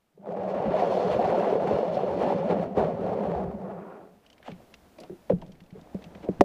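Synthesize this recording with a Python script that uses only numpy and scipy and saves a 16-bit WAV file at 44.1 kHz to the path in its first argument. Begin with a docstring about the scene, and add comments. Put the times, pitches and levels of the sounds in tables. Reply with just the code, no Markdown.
"""A gravel bank on a calm creek: a plastic kayak is pushed off, and paddled once it floats free.
Random slips and grains drive the modes of the hollow hull, which booms, and shaped noise makes the crunch.
Larger stones knock at their own pitch. Afloat, the blades gulp (gliding tones), splash and drip (short
ringing tones with noise), small waves hum in the hull and the paddle shaft knocks on it.
Shaped noise laps and hisses underneath."""
import sys
import numpy as np
from scipy import signal
from scipy.fft import rfft, irfft, next_fast_len
from scipy.io import wavfile
from scipy.ndimage import uniform_filter1d, map_coordinates

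SR = 44100
rng = np.random.default_rng(int(sys.argv[2]) if len(sys.argv) > 2 else 0)


def store_pcm(level_fs):
    """Save levels as 16-bit WAV."""
    pcm = np.round(np.clip(level_fs, -1, 1) * 32767).astype(np.int16)
    wavfile.write(sys.argv[1], SR, np.atleast_2d(pcm).T)


N = 284004


def amp(db):
    """Amplitude ratio of a level in dB."""
    return 10 ** (np.asarray(db) / 20)


def unit(x):
    """x at rms 1."""
    return x / np.sqrt(np.mean(x ** 2) + 1e-20)


def peaked(x):
    """x at peak 1."""
    return x / np.max(np.abs(x))


def curves(rows):
    """One value per sample for each column after the time."""
    s, *cols = np.transpose(rows)
    return [np.interp(np.arange(N) / SR, s, c) for c in cols]


def swells(rows):
    """Bell-shaped lifts from (centre s, length s, dB, ..) rows: one curve for each dB column."""
    t = np.arange(N) / SR
    return sum(np.outer(lifts, np.exp(-2 * ((t - s) / length) ** 2)) for s, length, *lifts in rows)


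def envelope(t, rise_s, t60_s, hold_s=0):
    """A straight rise, a hold and an exponential release."""
    return np.clip(t / rise_s, 0, 1) * amp(-60 * np.maximum(t - rise_s - hold_s, 0) / t60_s)


def add(track, s, sound):
    """Mix a sound into the track at time s."""
    start = round(s * SR)
    track[start:start + len(sound)] += sound[:N - start]


def filtered(x, response):
    """x times a complex response of frequency."""
    m = next_fast_len(len(x) + SR // 4)
    return irfft(rfft(x, m) * response(np.fft.rfftfreq(m, 1 / SR)), m)[:len(x)]


def coloured(x, points):
    """x shaped by (Hz, dB) points on a log axis, at rms 1."""
    f, db = np.transpose(points)
    return unit(filtered(x, lambda hz: amp(np.interp(np.log(hz + 1), np.log(f), db))))


def steadied(x, window_s):
    """x with its running rms held at 1."""
    return x / np.sqrt(np.abs(uniform_filter1d(x ** 2, round(window_s * SR))) + 1e-12)


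def wobble(knots_per_s):
    """A smooth random curve through normally distributed knots."""
    knots = rng.standard_normal(int(N * knots_per_s / SR) + 4)
    return map_coordinates(knots, [np.arange(N) * knots_per_s / SR])


def contacts(per_s, spread_db):
    """Tiny impacts at random times, with randomly spread sizes and random signs."""
    chance, size, sign = rng.random(N), rng.standard_normal(N), rng.choice([-1, 1], N)
    return (chance < per_s / SR) * sign * amp(spread_db * np.minimum(size, 2))


def scattered(x, t60_s, echo_db):
    """x with a short wash of echoes from inside the hull."""
    t = np.arange(SR // 10) / SR
    tail = rng.standard_normal(len(t)) * amp(-60 * t / t60_s)
    return x + amp(echo_db) * signal.fftconvolve(x, tail / np.linalg.norm(tail))[:len(x)]


# Spectrum of the lapping. Each row: frequency in Hz, level in dB.
LAP_SPECTRUM = [(25, -28), (70, 2.5), (130, -8.5), (185, 1), (260, -1), (400, -5), (680, -4), (1100, -16),
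                (2500, -25.5), (6000, -35), (15000, -50)]
# Spectrum of the hiss. Each row: frequency in Hz, level in dB.
HISS_SPECTRUM = [(300, 11.5), (2000, 1), (5000, -5.5), (8000, -8.5), (15000, -9)]
# Water moving along the floating hull. Each row: time in seconds, level afloat in dB.
LAPPING_LEVELS = [(4.25, -65), (4.6, -57.5), (5.5, -61), (5.68, -61), (5.78, -53), (6.39, -51)]
# Spells of faint hiss. Each row: start in seconds, hold in seconds, level in dB.
FAINT_HISS_SPELLS = [(4.4, 0.69, -65), (5.714, 0.15, -67.5)]
HISS_AFLOAT_DB, HISS_RISE_S, HISS_T60_S = -68, 0.22, 0.42


def creek():
    """Shaped noise: water laps at the hull, fuller once afloat, over a faint hiss that comes and goes."""
    t = np.arange(N) / SR
    aground = 1 - np.clip(t / KEEL_LOAD[-1][0], 0, 1)
    ripples = amp(1.5 * wobble(22))
    lap = steadied(coloured(rng.standard_normal(N), LAP_SPECTRUM), window_s=0.17)
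    lap = lap * ripples * amp(curves(LAPPING_LEVELS)[0] - 12.0 * aground)
    spells = sum(amp(db) * envelope(t - s, HISS_RISE_S, HISS_T60_S, hold_s)
                 for s, hold_s, db in FAINT_HISS_SPELLS)
    hiss_level = np.hypot(amp(HISS_AFLOAT_DB - 7.6 * aground), spells)
    return lap + hiss_level * coloured(rng.standard_normal(N), HISS_SPECTRUM)


# Modes of the hull, lowest first. Each row: frequency in Hz, width in Hz, relative gain in dB.
HULL_MODES = [(67.4, 9, -23), (190.2, 20, 6), (406, 52.3, -1), (491, 37, -2), (569.7, 33, 3.5),
              (691, 66, -1.5), (824, 65, -10), (1050, 60, -29)]


def hull(force, modes=None):
    """The hull's ringing answer to a force; above its resonance each mode falls away steeply."""
    modes = HULL_MODES if modes is None else modes

    def response(f):
        ring = sum((-1) ** k * amp(db) * w * c / (c * c - f * f + 1j * f * w)
                   for k, (c, w, db) in enumerate(modes))
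        return ring * (1j * f / (1j * f + 58)) ** 3  # low cut at 58 Hz
    return filtered(force, response)


WAVER_S, WAVER_KNOTS_PER_S = .002, 22


def wavering(x):
    """The pitch of a panel wavers as the load on it shifts: a randomly varying delay."""
    shift = SR * WAVER_S * wobble(WAVER_KNOTS_PER_S)
    return map_coordinates(x, [np.arange(N) + shift], mode="nearest")


SHIFT_DB, SHIFT_KNOTS_PER_S = 1.3, 32


def shifting(x):
    """Stones of ever new sizes take over: each half-octave band swells and fades on its own."""
    def band(k):
        def response(hz):
            octave = np.log2(np.clip(hz, 700, 11200) / 700)
            return np.maximum(1 - np.abs(2 * octave - k), 0)
        return filtered(x, response)
    return sum(band(k) * amp(SHIFT_DB * wobble(SHIFT_KNOTS_PER_S)) for k in range(9))


def sticking():
    """The hull's grinding dips for an instant before each caught stone lets go."""
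    t = np.arange(N) / SR
    stall = sum(np.exp(-((t - s + .004) / .009) ** 2) for s, db, hz in CAUGHT_STONES)
    return amp(-4 * stall)


# How hard the keel bears on the gravel over two shoves. Each row: time in seconds, grinding in dB.
KEEL_LOAD = [(0.13, -86), (0.28, -34), (0.85, -27), (1.35, -23), (1.95, -29), (2.64, -28.5), (2.68, -37.5),
             (2.745, -39), (2.778, -21), (2.87, -26.5), (2.96, -35), (3.04, -29), (3.38, -29.5),
             (3.56, -41), (3.66, -38.5), (4.02, -48), (4.25, -70.5)]
# Ridges of gravel that the keel ploughs through.
# Each row: centre in seconds, length in seconds, lift of the grinding in dB, lift of the crunch in dB.
GRAVEL_RIDGES = [(0.56, 0.28, 1.5, 7), (0.79, 0.11, 2, 7.5), (0.935, 0.076, 1.5, 5), (1.13, 0.034, 1, 5),
                 (1.35, 0.2, 0, 1.5), (1.59, 0.052, -1, -6), (1.75, 0.082, 2.5, 4.5), (2.08, 0.014, 3, 1.5),
                 (2.222, 0.04, 3.5, 8.5), (2.29, 0.076, 3.5, 6), (2.51, 0.033, 8.5, 7.5),
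                 (3.712, 0.02, 3.5, 16.5)]
# The bottom flexes over humps and off the edge of the bank.
# Each row: centre in seconds, length in seconds, lift of the lowest mode in dB, lift of the whole boom in dB.
BOTTOM_FLEXES = [(0.68, 0.046, 23.5, 9), (1.06, 0.023, 5, 4), (1.15, 0.086, 29.5, 4), (1.41, 0.017, 6, 3),
                 (1.73, 0.039, 21, 10), (2.36, 0.02, 2, 6), (2.55, 0.13, -10, 4), (2.78, 0.82, -2.5, 5),
                 (3.45, 0.4, 28.5, 4)]
# Patches of coarse sand. Each row: centre in seconds, length in seconds, lift in dB.
COARSE_PATCHES = [(0.5, 0.048, 8), (1.02, 0.34, 7), (1.95, 0.032, 9), (2.62, 0.026, 5), (3.19, 0.052, 2)]
# The hull tips into the creek. Each row: time in seconds, share of the keel's contact that is under water.
SUNK_SHARE = [(2.0, 0.01), (3.41, 0.31), (3.47, 1)]
# Spectrum of pebbles on dry ground. Each row: frequency in Hz, level in dB.
PEBBLE_SPECTRUM = [(300, -23), (600, 2.5), (950, 12), (1370, -1), (2000, -4.5), (2800, -13.5),
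                   (4500, -34.5), (9000, -71.5)]
# Spectrum of pebbles under water. Each row: frequency in Hz, level in dB.
SUNK_SPECTRUM = [(300, -30), (700, 11.5), (1050, 4.5), (1400, -1), (2000, -10), (2600, -17.5), (3500, -33),
                 (9000, -57.5)]
# Spectrum of sand. Each row: frequency in Hz, level in dB.
SAND_SPECTRUM = [(1000, -54.5), (1900, -9.5), (3000, -1), (4200, -5), (6800, -15.5), (7600, -22),
                 (11000, -27), (15000, -41)]
# How boom, pebbles and sand follow the load.
# Each holds: level in a steady slide in dB, dB per dB of load, change under water in dB.
BOOM_FOLLOW = (-37.5, 0.46, 1.4)
PEBBLE_FOLLOW = (-41.5, 1.0, -1.5)
SAND_FOLLOW = (-56.5, 0.87, -31)
FIRM_DB = -25.5  # load of a steady slide
RUMBLE_DB = 1.5  # gain of the lowest mode beside the air space
DRY_PANEL_DB, WET_PANEL_LIFT_DB = -1.5, 6.5  # gain of the lowest panel mode, and its lift under water
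START_DULL_DB, START_SOFT_DB, START_S = -24, -7.5, 0.58  # sand and pebbles build up as the boat gathers speed
ROLL_S, ROLL_FADE_S = 0.24, 0.17  # loose stones roll only after the hull has begun to slide
AFLOAT_S, AFLOAT_FADE_S, AFLOAT_DB = 3.78, 0.15, -9.5  # water takes the weight and the boom weakens
STERN_S, STERN_HOLD_S, STERN_DB = 3.62, 0.31, -49  # the stern rubs over the last sunken pebbles
STERN_RISE_S, STERN_T60_S = 0.027, 0.5
CRUNCH_UNEVEN_DB = 0.7


def gravel():
    """Stones slip along the keel in clumps, drive the air space and panels, and crunch on each other."""
    t = np.arange(N) / SR
    keel_db, = curves(KEEL_LOAD)
    ridge_db, crunch_db = swells(GRAVEL_RIDGES)
    flex_db, air_db = swells(BOTTOM_FLEXES)
    patch_db, = swells(COARSE_PATCHES)
    sunk = np.clip(curves(SUNK_SHARE)[0], 0, 1)

    def follow(law, load_db):
        steady_db, slope, wet_db = law
        return steady_db + slope * (load_db - FIRM_DB) + wet_db * sunk

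    start_s, end_s = KEEL_LOAD[0][0], KEEL_LOAD[-1][0]
    slow = np.exp(-np.maximum(t - start_s, 0) / START_S)
    afloat = np.clip((t - AFLOAT_S) / AFLOAT_FADE_S, 0, 1)
    grind_db = keel_db + ridge_db
    boom_db = follow(BOOM_FOLLOW, grind_db) + air_db + AFLOAT_DB * afloat
    pebble_db = follow(PEBBLE_FOLLOW, keel_db + crunch_db) + START_SOFT_DB * slow
    sand_db = follow(SAND_FOLLOW, keel_db + crunch_db) + patch_db + START_DULL_DB * slow
    aground = np.clip((t - start_s) / 0.045, 0, 1) * np.clip((end_s - t) / 0.086, 0, 1)

    clumps = amp(1.15 * wobble(110))
    slips = unit(contacts(per_s=1300, spread_db=4.5) * clumps)
    grains = unit(contacts(per_s=16000, spread_db=2.5) * np.sqrt(clumps))

    # the point of contact travels along the keel, so the modes take turns in being driven hardest
    ringing = [hull(slips, [mode]) * (-1) ** k * amp(1.8 * wobble(14))
               for k, mode in enumerate(HULL_MODES)]
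    boom = amp(RUMBLE_DB + flex_db) * ringing[0] + wavering(ringing[1])
    boom = steadied(boom, window_s=0.1) * amp(boom_db)
    panels = amp(DRY_PANEL_DB + WET_PANEL_LIFT_DB * sunk) * ringing[2] + sum(map(wavering, ringing[3:]))
    panels = steadied(panels, window_s=0.018) * amp(grind_db)

    crunch = scattered(shifting(slips + 3 * grains), t60_s=0.03, echo_db=-9)
    stern = amp(STERN_DB) * envelope(t - STERN_S, STERN_RISE_S, STERN_T60_S, STERN_HOLD_S)
    pebbles = (1 - sunk) * coloured(crunch, PEBBLE_SPECTRUM) + sunk * coloured(crunch, SUNK_SPECTRUM)
    pebbles = steadied(pebbles, window_s=0.016) * np.hypot(amp(pebble_db), stern)
    grit = scattered(shifting(grains + .4 * slips), t60_s=0.03, echo_db=-9)
    sand = steadied(coloured(grit, SAND_SPECTRUM), window_s=0.21) * amp(sand_db)

    rolling = np.clip((t - ROLL_S) / ROLL_FADE_S, 0, 1)
    loose = rolling * amp(CRUNCH_UNEVEN_DB * wobble(34.73)) * (pebbles + sand)
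    return aground * (sticking() * (boom + panels) + loose)


# Large stones that catch under the keel.
# Each row: start in seconds, level in dB before STONE_TRIM_DB, pitch of the knock in Hz.
CAUGHT_STONES = [(0.175, -42, 420), (0.537, -18, 630), (0.739, -13, 646), (0.75, -15, 627),
                 (0.779, -20, 570), (0.821, -9, 682), (0.831, -15.5, 698), (0.868, -14.5, 565),
                 (0.904, -16.5, 590), (0.969, -12.5, 490), (0.996, -17, 700), (1.098, -13.5, 607),
                 (1.132, -18, 626), (1.192, -14, 714), (1.239, -15, 600), (1.278, -20, 402),
                 (1.324, -12.5, 704), (1.377, -13.5, 413), (1.426, -14.5, 548), (1.468, -14, 425),
                 (1.525, -12.5, 420), (1.553, -9, 493), (1.71, -10, 455), (1.786, -16, 480),
                 (1.829, -11, 496), (1.969, -12, 557), (2.033, -13.5, 492), (2.063, -16, 563),
                 (2.212, -11.5, 507), (2.3, -15.5, 792), (2.322, -15, 864), (2.495, -14.5, 402),
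                 (2.523, -15, 403), (2.772, -12, 400), (2.871, -17.5, 555), (3.116, -18.5, 448)]
STONE_TRIM_DB, STONE_RISE_S, STONE_T60_S = -3, .0028, .035
STONE_HULL_DB = -5  # whole hull re the struck patch
STONE_LOW_HZ = 228  # a stone is too small to drive the hull well below this


def stones():
    """A stone snaps free: the patch of hull above it knocks at its own pitch, and the rest answers."""
    out, t = np.zeros(N), np.arange(SR // 8) / SR
    force = filtered(np.exp(-t / .00006), lambda f: (1j * f / (1j * f + STONE_LOW_HZ)) ** 2)
    ring = hull(force, HULL_MODES[2:])
    for s, db, hz in CAUGHT_STONES:
        patch = np.sin(2 * np.pi * hz * t) * envelope(t, STONE_RISE_S, STONE_T60_S)
        answer = peaked(scattered(ring, t60_s=0.045, echo_db=0))
        crunch = peaked(coloured(rng.standard_normal(len(t)), PEBBLE_SPECTRUM)) * amp(-60 * t / 0.02)
        knock = peaked(patch + amp(STONE_HULL_DB) * answer)
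        add(out, s, amp(db + STONE_TRIM_DB) * (knock + amp(-16.5) * crunch))
    return out


# Blades breaking the surface. Each row: start in seconds, level in dB, rise in seconds, t60 in seconds.
BLADE_SPLASHES = [(4.225, -66.5, 0.014, 0.63), (4.435, -46, 0.046, 0.21), (4.98, -57, 0.041, 0.24),
                  (5.292, -47, 0.0085, 0.11), (5.414, -55, 0.008, 0.1), (6.223, -50.5, 0.024, 0.073)]
# Spectrum of the patter. Each row: frequency in Hz, level in dB.
SPRAY_SPECTRUM = [(200, -3), (600, 14), (1100, 3), (2800, 4.5), (5000, -10), (8000, -17), (15000, -51)]


def splashes():
    """A blade throws up a brief spray: single droplets ring over a fine patter of shaped impacts."""
    flow, droplets, t = np.zeros(N), np.zeros(N), np.arange(SR // 2) / SR
    for s, db, rise_s, t60_s in BLADE_SPLASHES:
        add(flow, s, envelope(t, rise_s, t60_s) * amp(db))
    t = t[:SR // 50]
    for when, pitch, size in rng.random(size=(2200, 3)):
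        cycles = 650 * 7 ** pitch * t  # 650 to 4550 Hz
        ring = np.sin(2 * np.pi * cycles) * cycles * np.exp(-cycles / 2)
        add(droplets, when * (N - 1) / SR, amp(-18 * size - 5 * pitch) * ring)
    patter = coloured(contacts(per_s=4000, spread_db=4), SPRAY_SPECTRUM)
    return flow * unit(unit(droplets) + 1.6 * patter)


def bubble(hz, t60_s):
    """A bubble rings with a pitch that rises from hz."""
    t = np.arange(SR // 16) / SR
    return np.sin(2 * np.pi * hz * t * (1 + 4 * t)) * envelope(t, 1 / hz, t60_s)


DRIP_T60_S = .033


def drip(db, hz):
    """A drop ticks on the surface (shaped noise) and leaves a small bubble."""
    t = np.arange(SR // 16) / SR
    spectrum = [(hz / 4, -20), (hz, 0), (2 * hz, -8), (4 * hz, -32)]
    tick = coloured(rng.standard_normal(len(t)), spectrum) * envelope(t, 0.0012, DRIP_T60_S)
    return amp(db) * (0.35 * bubble(hz, DRIP_T60_S) + 0.7 * peaked(tick))


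# Big drops from the blades. Each row: start in seconds, level in dB, starting pitch in Hz.
BIG_DRIPS = [(4.2631, -47, 2940), (4.3005, -45, 2910), (4.3289, -46, 2900), (4.3798, -48, 2200),
             (4.4277, -41, 1700), (4.516, -39, 2250), (4.74, -37, 2660), (4.9844, -41, 2400),
             (5.0018, -38, 4500), (5.0343, -41, 2800), (5.4152, -44, 2850), (5.5187, -48, 3090),
             (5.603, -48, 1760), (6.0221, -44, 1850), (6.0405, -38, 2600), (6.1498, -38, 1930)]
# A raised blade trickles. Each row: start in seconds, length in seconds, level of the largest drops in dB.
BLADE_TRICKLES = [(4.225, .32, -49), (5.36, .94, -48)]
TRICKLE_MID_HZ, TRICKLE_OCTAVES, TRICKLE_SPREAD_DB, DROPS_PER_S = 2630, 1, 22, 28


def drips():
    """Big drops fall from the blades, and a fine trickle of random drops runs off while one is raised."""
    out = np.zeros(N)
    for s, db, hz in BIG_DRIPS:
        add(out, s, drip(db, hz))
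    for start_s, length_s, db in BLADE_TRICKLES:
        count = round(length_s * DROPS_PER_S)
        for k, (when, size, pitch) in enumerate(rng.random((count, 3))):
            hz = TRICKLE_MID_HZ * 2 ** (TRICKLE_OCTAVES * (pitch - .5))
            add(out, start_s + (k + when) / DROPS_PER_S, drip(db - TRICKLE_SPREAD_DB * size, hz))
    return out


# Bubbles in the eddies. Each row: start in seconds, level in dB, starting pitch in Hz.
EDDY_BLIPS = [(4.402, -45.5, 575), (4.603, -42.5, 654), (5.494, -42, 456), (5.792, -47, 676),
              (5.872, -48, 845), (5.991, -39, 453), (6.18, -41, 520), (6.276, -32, 640)]
BLIP_T60_S = 0.02


def blips():
    """Larger bubbles ring as they surface in the eddies that the blades leave."""
    out = np.zeros(N)
    for s, db, hz in EDDY_BLIPS:
        add(out, s, amp(db) * bubble(hz, BLIP_T60_S))
    return out


# Air pockets that open behind a blade. 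Each row: start in seconds, level in dB before a 3 dB cut,
# start pitch in Hz, end pitch in Hz, rise in seconds, t60 in seconds, churn in dB (rms 1 at 0 dB).
AIR_GULPS = [(4.4768, -32.5, 900, 380, .002, .15, 0), (4.984, -39, 680, 600, .004, .08, -5),
             (5.0, -43, 480, 430, .006, .25, 1), (5.03, -42, 800, 680, .007, .11, -2),
             (5.097, -26, 420, 310, .006, .055, -10), (5.119, -32, 400, 350, .005, .11, -9),
             (5.2972, -10.5, 780, 330, .008, .06, -10), (5.319, -16.5, 510, 420, .005, .06, -13),
             (5.42, -38, 720, 620, .003, .06, 1), (5.75, -37, 400, 450, .008, .11, -7),
             (6.228, -38, 640, 540, .016, .25, 3), (6.287, -16, 480, 240, .003, .06, -6)]
# Water churning round a pocket that sings at CHURN_NOTE_HZ. Each row: frequency in Hz, level in dB.
CHURN_SPECTRUM = [(50, -35), (200, 4), (500, -1.5), (720, -1.5), (1050, -22), (3000, -63.5)]
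CHURN_NOTE_HZ = 500
GLIDE_S = 0.0117  # time constant of the pitch
SLAP_DB, SLAP_RISE_S, SLAP_T60_S, SLAP_RATIO = -9.5, 0.00085, 0.022, 1.2  # ratio: slap re start pitch


def gulps():
    """An air pocket's note glides as it opens, the churn glides along; a faster opening slaps harder."""
    water, t = np.zeros(N), np.arange(SR // 2) / SR
    for s, db, start_hz, end_hz, rise_s, t60_s, churn_db in AIR_GULPS:
        pitch_hz = end_hz + (start_hz - end_hz) * np.exp(-t / GLIDE_S)
        tremble = 1 + .07 * wobble(300)[:len(t)]
        note = np.sin(2 * np.pi * np.cumsum(pitch_hz * tremble) / SR)
        # reading the noise at a varying speed moves its spectrum with the note
        churn = coloured(rng.standard_normal(len(t)), CHURN_SPECTRUM)
        churn = map_coordinates(churn, [np.cumsum(pitch_hz) / CHURN_NOTE_HZ], mode="wrap")
        churn = steadied(churn, window_s=0.008) * amp(churn_db)
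        hz = SLAP_RATIO * start_hz
        spectrum = [(hz / 2, -12), (hz, 0), (1.04 * hz, -13), (3.0 * hz, -21), (12 * hz, -60)]
        slap = coloured(rng.standard_normal(len(t)), spectrum) * envelope(t, SLAP_RISE_S, SLAP_T60_S)
        opening = amp(SLAP_DB) * np.sqrt(SLAP_RISE_S / rise_s) * slap
        add(water, s, amp(db - 3) * (opening + envelope(t, rise_s, t60_s) * (note + churn)))
    return scattered(water, t60_s=0.09, echo_db=-17)


# Small waves that bump the hull. Each row: start in seconds, level in dB.
HULL_WAVELETS = [(4.49, -41), (4.522, -32.5), (5.108, -37), (5.3334, -16.5), (5.424, -42), (5.489, -39.5),
                 (5.616, -41.5), (5.726, -36.5), (5.779, -39.5), (5.816, -45), (6.064, -37), (6.291, -22.5)]
# Spectrum of the slosh. Each row: frequency in Hz, level in dB.
SLOSH_SPECTRUM = [(30, 5), (70, -6), (170, 8), (300, -4.5), (700, -12.5), (2000, -58)]
HUM_HZ, HUM_RISE_S, HUM_T60_S = 180.4, 0.0026, 0.13
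SLOSH_DB, SLOSH_T60_S = -24, 0.87  # re the hum's peak


def wavelets():
    """A small wave bumps the hull, makes its air space hum (trembling sine) and sloshes away (noise)."""
    out, t = np.zeros(N), np.arange(SR // 2) / SR
    for s, db in HULL_WAVELETS:
        tremble = 1 + .06 * wobble(300)[:len(t)]
        hum = np.sin(2 * np.pi * np.cumsum(HUM_HZ * tremble) / SR) * envelope(t, HUM_RISE_S, HUM_T60_S)
        wash = coloured(rng.standard_normal(len(t)), SLOSH_SPECTRUM) * envelope(t, HUM_RISE_S, SLOSH_T60_S)
        add(out, s, amp(db) * (hum + amp(SLOSH_DB) * wash))
    return out


# Blows on the hull. Each row: start in seconds, level in dB, corner of the push in Hz,
# shaft click in dB re the body's peak, dent of the deck in dB re its ring.
HULL_KNOCKS = [(5.3044, -20.5, 287, -21, -13), (5.9463, -23, 230, -16, -8), (6.154, -37.5, 298, -8, -25),
               (6.395, -26.5, 85.7, -36, -8), (6.4095, -3, 706, -4, -4), (6.412, -12, 384, -5.5, -5),
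               (6.4159, -21, 398, 1.5, 1)]
# Modes of the paddle shaft. Each row: frequency in Hz, relative level in dB, t60 in seconds.
SHAFT_MODES = [(920, 21, 0.011), (1810, 10.5, 0.011), (2390, 0.5, 0.0115), (3890, 7, 0.0013)]


def knocks():
    """Soft bumps mostly boom; a hard blow of the shaft dents the deck, rings the panels and clicks."""
    out, t = np.zeros(N), np.arange(SR // 4) / SR
    for s, db, corner_hz, click_db, dent_db in HULL_KNOCKS:
        u = 2 * np.pi * corner_hz * t
        push = u * u * (1 - u / 3) * np.exp(-u)
        body = peaked(peaked(hull(push)) + amp(dent_db) * peaked(push))
        shaft = sum(amp(level_db - 60 * t / t60_s) * np.sin(2 * np.pi * hz * t)
                    for hz, level_db, t60_s in SHAFT_MODES)
        crack = coloured(rng.standard_normal(len(t)), [(5000, 6.5), (15000, -16.5)])
        crack = 0.84 * crack * amp(-60 * t / 0.02)
        add(out, s, amp(db) * (body + amp(click_db) * peaked(shaft + crack)))
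    return out


def scene():
    """All sources, summed to one channel."""
    shore = creek() + gravel() + stones()
    paddling = splashes() + drips() + blips() + gulps() + wavelets() + knocks()
    return (shore + paddling)[None]


TOP_HZ = 15400


def record(dry):
    """Clip at full scale, then remove everything from TOP_HZ up."""
    return np.array([filtered(np.clip(x, -1, 1), lambda hz: hz < TOP_HZ) for x in dry])


dry = scene()
out = record(dry)
store_pcm(out)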